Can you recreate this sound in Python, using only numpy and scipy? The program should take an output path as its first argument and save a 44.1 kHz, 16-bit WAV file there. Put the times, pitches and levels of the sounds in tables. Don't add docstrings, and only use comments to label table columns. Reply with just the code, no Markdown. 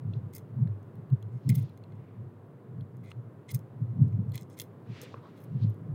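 import sys
import numpy as np
from scipy import signal
from scipy.fft import rfft, irfft
from scipy.io import wavfile
from scipy.ndimage import uniform_filter1d

SR = 44100
rng = np.random.default_rng(int(sys.argv[2]) if len(sys.argv) > 2 else 0)


def generate_wav(signal):
    frames = np.transpose(np.atleast_2d(signal))
    scaled = np.clip(frames, -1, 1) * 32767
    pcm = np.round(scaled).astype(np.int16)
    wavfile.write(sys.argv[1], SR, pcm)


N = 262174

# (frequency [Hz], relative level [dB])
SURF_SPECTRUM = [(56, -33.5), (95, -2.5), (134, -7), (209, -13), (398, -13), (482, -16), (536, -19),
                 (858, -27), (976, -24.5), (1230, -29.5), (2150, -41), (2340, -44), (3590, -50.5),
                 (5510, -59), (15700, -57)]
SURF_DB = -50

# (frequency [Hz], relative level [dB])
WIND_SPECTRUM = [(24, -71.5), (40, -40.5), (64, -26), (89, 1.5), (114, 3.5), (170, -6), (262, -20),
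                 (353, -41), (409, -34.5), (500, -44.5), (650, -71.5), (1100, -120)]
# (peak time [s], peak level [dB], rise [s], fall [s])
GUSTS = [(0.07, -35, 0.13, 0.48), (0.61, -23.5, .16, 0.15), (0.99, -38, 0.096, 0.088),
         (1.14, -26.5, 0.058, 0.04), (1.34, -38, 0.13, 0.085), (1.49, -15.5, 0.072, 0.25),
         (1.61, -25.5, 0.13, .11), (2.0, -41, 0.23, 0.077), (2.18, -40.5, 0.094, 0.21),
         (2.81, -33.5, 0.19, 0.049), (3.03, -36.5, 0.19, 0.1), (3.19, -43, 0.033, 0.24),
         (3.56, -33, 0.087, 0.093), (3.82, -32.5, 0.16, 0.24), (4.02, -15.5, 0.15, 0.15),
         (4.17, -26.5, 0.17, 0.32), (4.9, -35.5, 0.057, 0.04), (5.56, -29, 0.14, 0.12),
         (5.65, -23.5, 0.16, 0.079), (5.83, -36.5, 0.15, 0.28), (5.94, -30.5, 0.1, .1)]
CALM_DB = -52.5
# (middle time [s], level [dB], frequency [Hz], Gaussian half length [s])
BUFFETS = [(0.055, -24.5, 121, 0.0046), (0.086, -29, 104, 0.017), (0.171, -23, 113.6, 0.0081),
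           (0.62, -17.5, 128, 0.0097), (0.656, -18, 141, 0.0029), (0.703, -24, 105, 0.011),
           (1.131, -13, 130.5, 0.0088), (1.247, -30, 105, 0.021), (1.348, -27.5, 119, 0.022),
           (1.47, -25.5, 137, 0.0042), (1.501, -13.5, 121.7, 0.0087), (1.535, -16.5, 123, 0.004),
           (1.575, -19, 142, 0.011), (1.609, -26, 131, 0.0062), (2.786, -28, 142, 0.003),
           (2.806, -26, 112.5, 0.006), (3.189, -33, 120, 0.021), (3.551, -22, 123, 0.0091),
           (3.822, -21, 130, 0.0069), (3.899, -27.5, 117, 0.015), (3.976, -26, 120.6, 0.0044),
           (4.016, -18, 138, 0.012), (4.05, -20, 127.6, 0.012), (4.073, -23.5, 120.6, 0.0054),
           (4.147, -23.5, 109.9, 0.016), (4.192, -19.5, 147, 0.003), (4.282, -26.5, 134, 0.0055),
           (4.352, -29, 123, 0.0074), (4.424, -29, 127, 0.0034), (5.563, -26.5, 127.3, 0.013),
           (5.663, -23, 107.8, 0.032), (5.9, -30, 150, 0.012)]

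# (time [s], blade ring level [dB],
# handle, pivot and tip ring levels relative to the blade ring [dB, dB, dB])
TICKS = [(0.1348, -76.5, -2, 31.5, 0), (0.335, -54, -6, -8.5, 5), (0.3498, -46, -14.7, -25, 3.5),
         (0.365, -53, -2, -6, 2.9), (0.3808, -50, -7, -7, 5), (0.6733, -68, 2.5, 7.5, -3),
         (0.8284, -67, 0, -7, -7), (0.9545, -71, 0, 3, 8), (1.1004, -70.5, -1, 7, 1),
         (1.2254, -61.5, -8, 6, 4), (1.4909, -30.5, -19, -15, -3), (1.5, -50, -6, -4, 11),
         (1.5523, -45, -21, -11, 10), (1.556, -48, -8, -8, 9), (1.6244, -64.6, -12, -9, 6),
         (1.6947, -74, -3.6, 15, 11), (1.7744, -61, 2, 0, 3), (1.8374, -69, -16, 16.5, -21),
         (1.9207, -73, 13, 11, -7.6), (1.9539, -72, -23, -18.8, -11), (2.8083, -78, 2, 21, 9),
         (2.968, -67.5, -7, -6, 7), (3.1071, -72, 1.3, -11, 0), (3.116, -58.5, 5, 10.5, -10),
         (3.4895, -53, 3, 0, -16.5), (3.5167, -53, -25, -17, 11), (3.5457, -40, -22, -19, 11.5),
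         (3.5594, -52, -8.5, -5, -8), (3.5906, -56, -14, -9, 1.3), (4.081, -66, -31, 2, 1),
         (4.1254, -66.5, 5.5, -6, -4.5), (4.293, -62, -11, -6, -5), (4.319, -60, -5, 8, 11),
         (4.3553, -47.5, 1, -13, 11.5), (4.3769, -41.5, 4, 1, -7), (4.41, -57, -25, -10, 7),
         (4.421, -57, -19.5, -8, -6), (4.43, -56, -25, -11.9, -5.4), (4.4988, -58, -25, -14.1, -1),
         (4.5284, -65, -12.4, -17.4, -14), (4.5884, -45, -20, -7, 2), (4.598, -32.5, -11, 1.5, -1),
         (4.605, -48, -14, 5, 11), (4.6158, -43, -5, 1, 6), (4.6374, -67, -11.6, -4, 8),
         (5.015, -44.5, -16, -14, 2), (5.402, -68, -25, -5, 6), (5.4386, -71, -8, -13, 8),
         (5.697, -71, -18, -1, 13), (5.704, -69, -9, -1, 7), (5.7429, -70, -1, -4, 7)]
# (start time [s], length [s], blade ring level [dB],
# handle, pivot and tip ring levels relative to the blade ring [dB, dB, dB])
GRINDS = [(0.324, 0.029, -66, -3.5, -9, -4), (0.344, 0.029, -56, -9.5, -17, 5),
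          (0.358, 0.046, -81, -2, 0, -3), (1.298, 0.11, -85, 5, -6, -8), (1.49, 0.015, -54.5, 9, 0, 7),
          (1.512, 0.018, -78, 16, 7.5, -10), (1.539, 0.028, -60, -2, -1, 5),
          (1.568, 0.041, -68.5, -0.5, -9, 6), (1.61, 0.027, -75.5, -3, -11, 5),
          (3.028, 0.03, -78, 12, 5, 4), (3.048, 0.062, -77.5, 11, 2, -8), (3.096, 0.025, -71, 5, -1, -8),
          (3.477, 0.038, -62.5, 5, -0.5, -16), (3.499, 0.026, -59, -8, -4.5, 3),
          (3.534, 0.028, -55, -4.5, -9, 2), (4.329, 0.044, -59.5, 2.5, 2.5, -4),
          (4.35, 0.081, -74, 1, 0, -10), (4.49, 0.07, -73.5, -5, -5, -10), (4.565, 0.031, -64, 4, 1, -1),
          (4.593, 0.036, -65.5, -1, -5, 9), (5.01, 0.034, -59.5, -10, -3, -2),
          (5.035, 0.021, -72, 0, 5, -18), (5.356, 0.044, -78.5, 1, 4, 2), (5.392, 0.072, -80, -13, -14, 9)]
# (frequency [Hz], width of one pass [Hz], relative level [dB])
BLADE_RING = [(5280, 850, -4.5), (6410, 470, -1.5), (7560, 960, -5), (9000, 760, -3)]
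HANDLE_RING = [(2124, 240, 0), (2360, 370, -6.5)]
PIVOT_RING = [(2810, 400, -5), (3380, 520, 0), (4050, 280, 0)]
TIP_RING = [(9960, 1100, -5), (11360, 900, -3.5), (12500, 880, -4), (14400, 2300, -4)]
TICK_RISE_S, TICK_T60_S = 0.00024, 0.0081
LINGER_DB, LINGER_S = -11, 0.02
CATCH_PER_S, CATCH_DB, CATCH_SCATTER_DB = 110, -2, 3

# (middle time [s], Gaussian half length [s], level [dB],
# centre frequency [Hz], width of one pass [Hz])
SWISHES = [(0.152, 0.026, -77, 3660, 2500), (1.57, 0.085, -66, 3380, 4000),
           (2.055, 0.096, -73.5, 2070, 1200), (5.01, 0.065, -54, 2260, 3330),
           (5.127, 0.019, -67.5, 3430, 3000), (5.167, 0.021, -58, 1150, 785),
           (5.256, 0.021, -73, 3130, 1800), (5.265, 0.024, -56.5, 1080, 790),
           (5.337, 0.12, -70.5, 1920, 2570), (5.635, 0.014, -63, 3750, 1780),
           (5.629, .07, -71.5, 2920, 3000)]

# (time [s], level before rise and decay [dB], frequency [Hz], t60 [s])
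KNOCKS = [(0.673, -45, 1730, 0.0098), (3.116, -41, 1260, 0.011), (3.116, -29.5, 2690, 0.0044),
          (5.03, -39, 495, 0.1), (5.142, -28.5, 1084, 0.017), (5.143, -32, 477, 0.016),
          (5.143, -43, 2550, 0.0086), (5.238, -45, 1010, .02), (5.255, -43, 1105, 0.047)]

LOW_CUT_HZ, LOW_CUT_DB = 99.3, 19
TOP_HZ = 15800


def undb(db):
    return 10 ** (np.asarray(db) / 20)


def unit(x):
    return x / np.sqrt(np.mean(x ** 2))


def walk(rate):
    hold = int(SR / rate)
    steps = np.repeat(rng.standard_normal(N // hold + 1), hold)
    smooth = uniform_filter1d(uniform_filter1d(steps, hold), hold)
    return unit(smooth)[:N]


def coloured(points):
    hz, db = np.transpose(points)
    f = np.maximum(np.fft.rfftfreq(N, 1 / SR), 1)
    gain = undb(np.interp(np.log(f), np.log(hz), db))
    return unit(irfft(rfft(rng.standard_normal(N)) * gain, N))


def band(x, hz, width):
    b, a = signal.iirpeak(hz, hz / width, fs=SR)
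    once = signal.lfilter(b, a, x)
    return signal.lfilter(b, a, once)


def ring(x, modes):
    power = sum(undb(db) ** 2 * np.pi * width / SR / 2 for _, width, db in modes)
    ringing = sum(undb(db) * band(x, hz, width) for hz, width, db in modes)
    return ringing / np.sqrt(power)


def add(out, s, piece):
    i = int(s * SR)
    piece = piece[..., max(-i, 0):N - i]
    start = max(i, 0)
    out[..., start:start + piece.shape[-1]] += piece


def surf():
    roar = coloured(SURF_SPECTRUM)
    drift = np.zeros(N)
    for hz in (200, 400, 800, 1600, 3200):
        change = undb(0.49 * walk(2.5)) - 1
        drift += change * band(roar, hz, 0.95 * hz)
    return undb(SURF_DB + 0.75 * walk(0.58)) * (roar + drift)


def gusts_db():
    t = np.arange(N) / SR
    gusts = [np.interp(t, [s - rise, s, s + fall], [CALM_DB, db, CALM_DB]) for s, db, rise, fall in GUSTS]
    return np.max(gusts, axis=0)


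def wind():
    out = undb(gusts_db() + 0.49 * walk(30)) * coloured(WIND_SPECTRUM)
    t = np.arange(-SR // 10, SR // 10) / SR
    for (s, db, hz, half), turn in zip(BUFFETS, rng.random(len(BUFFETS))):
        swell = np.exp(-0.5 * (t / half) ** 2)
        thump = np.sin(2 * np.pi * (hz * t + turn))
        add(out, s + t[0], undb(db) * swell * thump)
    return out


def part_gains(db, handle_db, pivot_db, tip_db):
    return undb([[db], [db + handle_db], [db + pivot_db], [db + tip_db]])


def scissors():
    parts = (BLADE_RING, HANDLE_RING, PIVOT_RING, TIP_RING)
    ticks, strokes = np.zeros((len(parts), N)), np.zeros((len(parts), N))

    t = np.arange(SR // 20) / SR
    fade = np.tanh(t / TICK_RISE_S) * np.exp(-np.log(1000) * t / TICK_T60_S)
    fade = fade / fade.max()
    for s, *levels in TICKS:
        add(ticks, s, part_gains(*levels) * fade)
    for s, length, *levels in GRINDS:
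        stroke = signal.windows.tukey(max(int(length * SR), 16), 0.7)
        add(strokes, s, part_gains(*levels) * stroke)

    when, size = rng.random(N), rng.exponential(size=N)
    catches = (when < CATCH_PER_S / SR) * undb(CATCH_DB + CATCH_SCATTER_DB * size)
    ticks = ticks + signal.fftconvolve(strokes * catches, fade[None])[:, :N]
    push = ticks + strokes * undb(1.3 * walk(400))

    keep = np.exp(-1 / (LINGER_S * SR))
    linger = signal.lfilter([1 - keep], [1, -keep], push)
    push = push + undb(LINGER_DB) * linger
    force = push * rng.standard_normal(N)
    return sum(ring(f, modes) for f, modes in zip(force, parts))


def sleeve():
    out = np.zeros(N)
    grainy = rng.standard_normal(N) * undb(1.3 * walk(90))
    cloth = band(grainy, 1800, 7100)
    for s, half, db, hz, width in SWISHES:
        reach = int(4 * half * SR)
        t = np.arange(-reach, reach) / SR
        i = max(int((s + t[0]) * SR), 0)
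        rustle = unit(band(np.resize(cloth[i:], len(t)), hz, width))
        swell = np.exp(-0.5 * (t / half) ** 2)
        add(out, s + t[0], undb(db) * swell * rustle)
    return out


def board():
    out, t = np.zeros(N), np.arange(int(0.1 * SR)) / SR
    for s, db, hz, t60 in KNOCKS:
        envelope = np.tanh(t / 0.00048) * np.exp(-np.log(1000) * t / t60)
        add(out, s, undb(db) * envelope * np.sin(2 * np.pi * hz * t))
    return out


def scene():
    return (surf() + wind() + scissors() + sleeve() + board())[None]


def record(dry):
    bass_cut = signal.ellip(4, 1, LOW_CUT_DB, LOW_CUT_HZ, "high", fs=SR, output="sos")
    top_cut = signal.ellip(8, 0.2, 70, TOP_HZ, fs=SR, output="sos")
    return signal.sosfilt(top_cut, signal.sosfilt(bass_cut, dry))


dry = scene()
out = record(dry)
generate_wav(out)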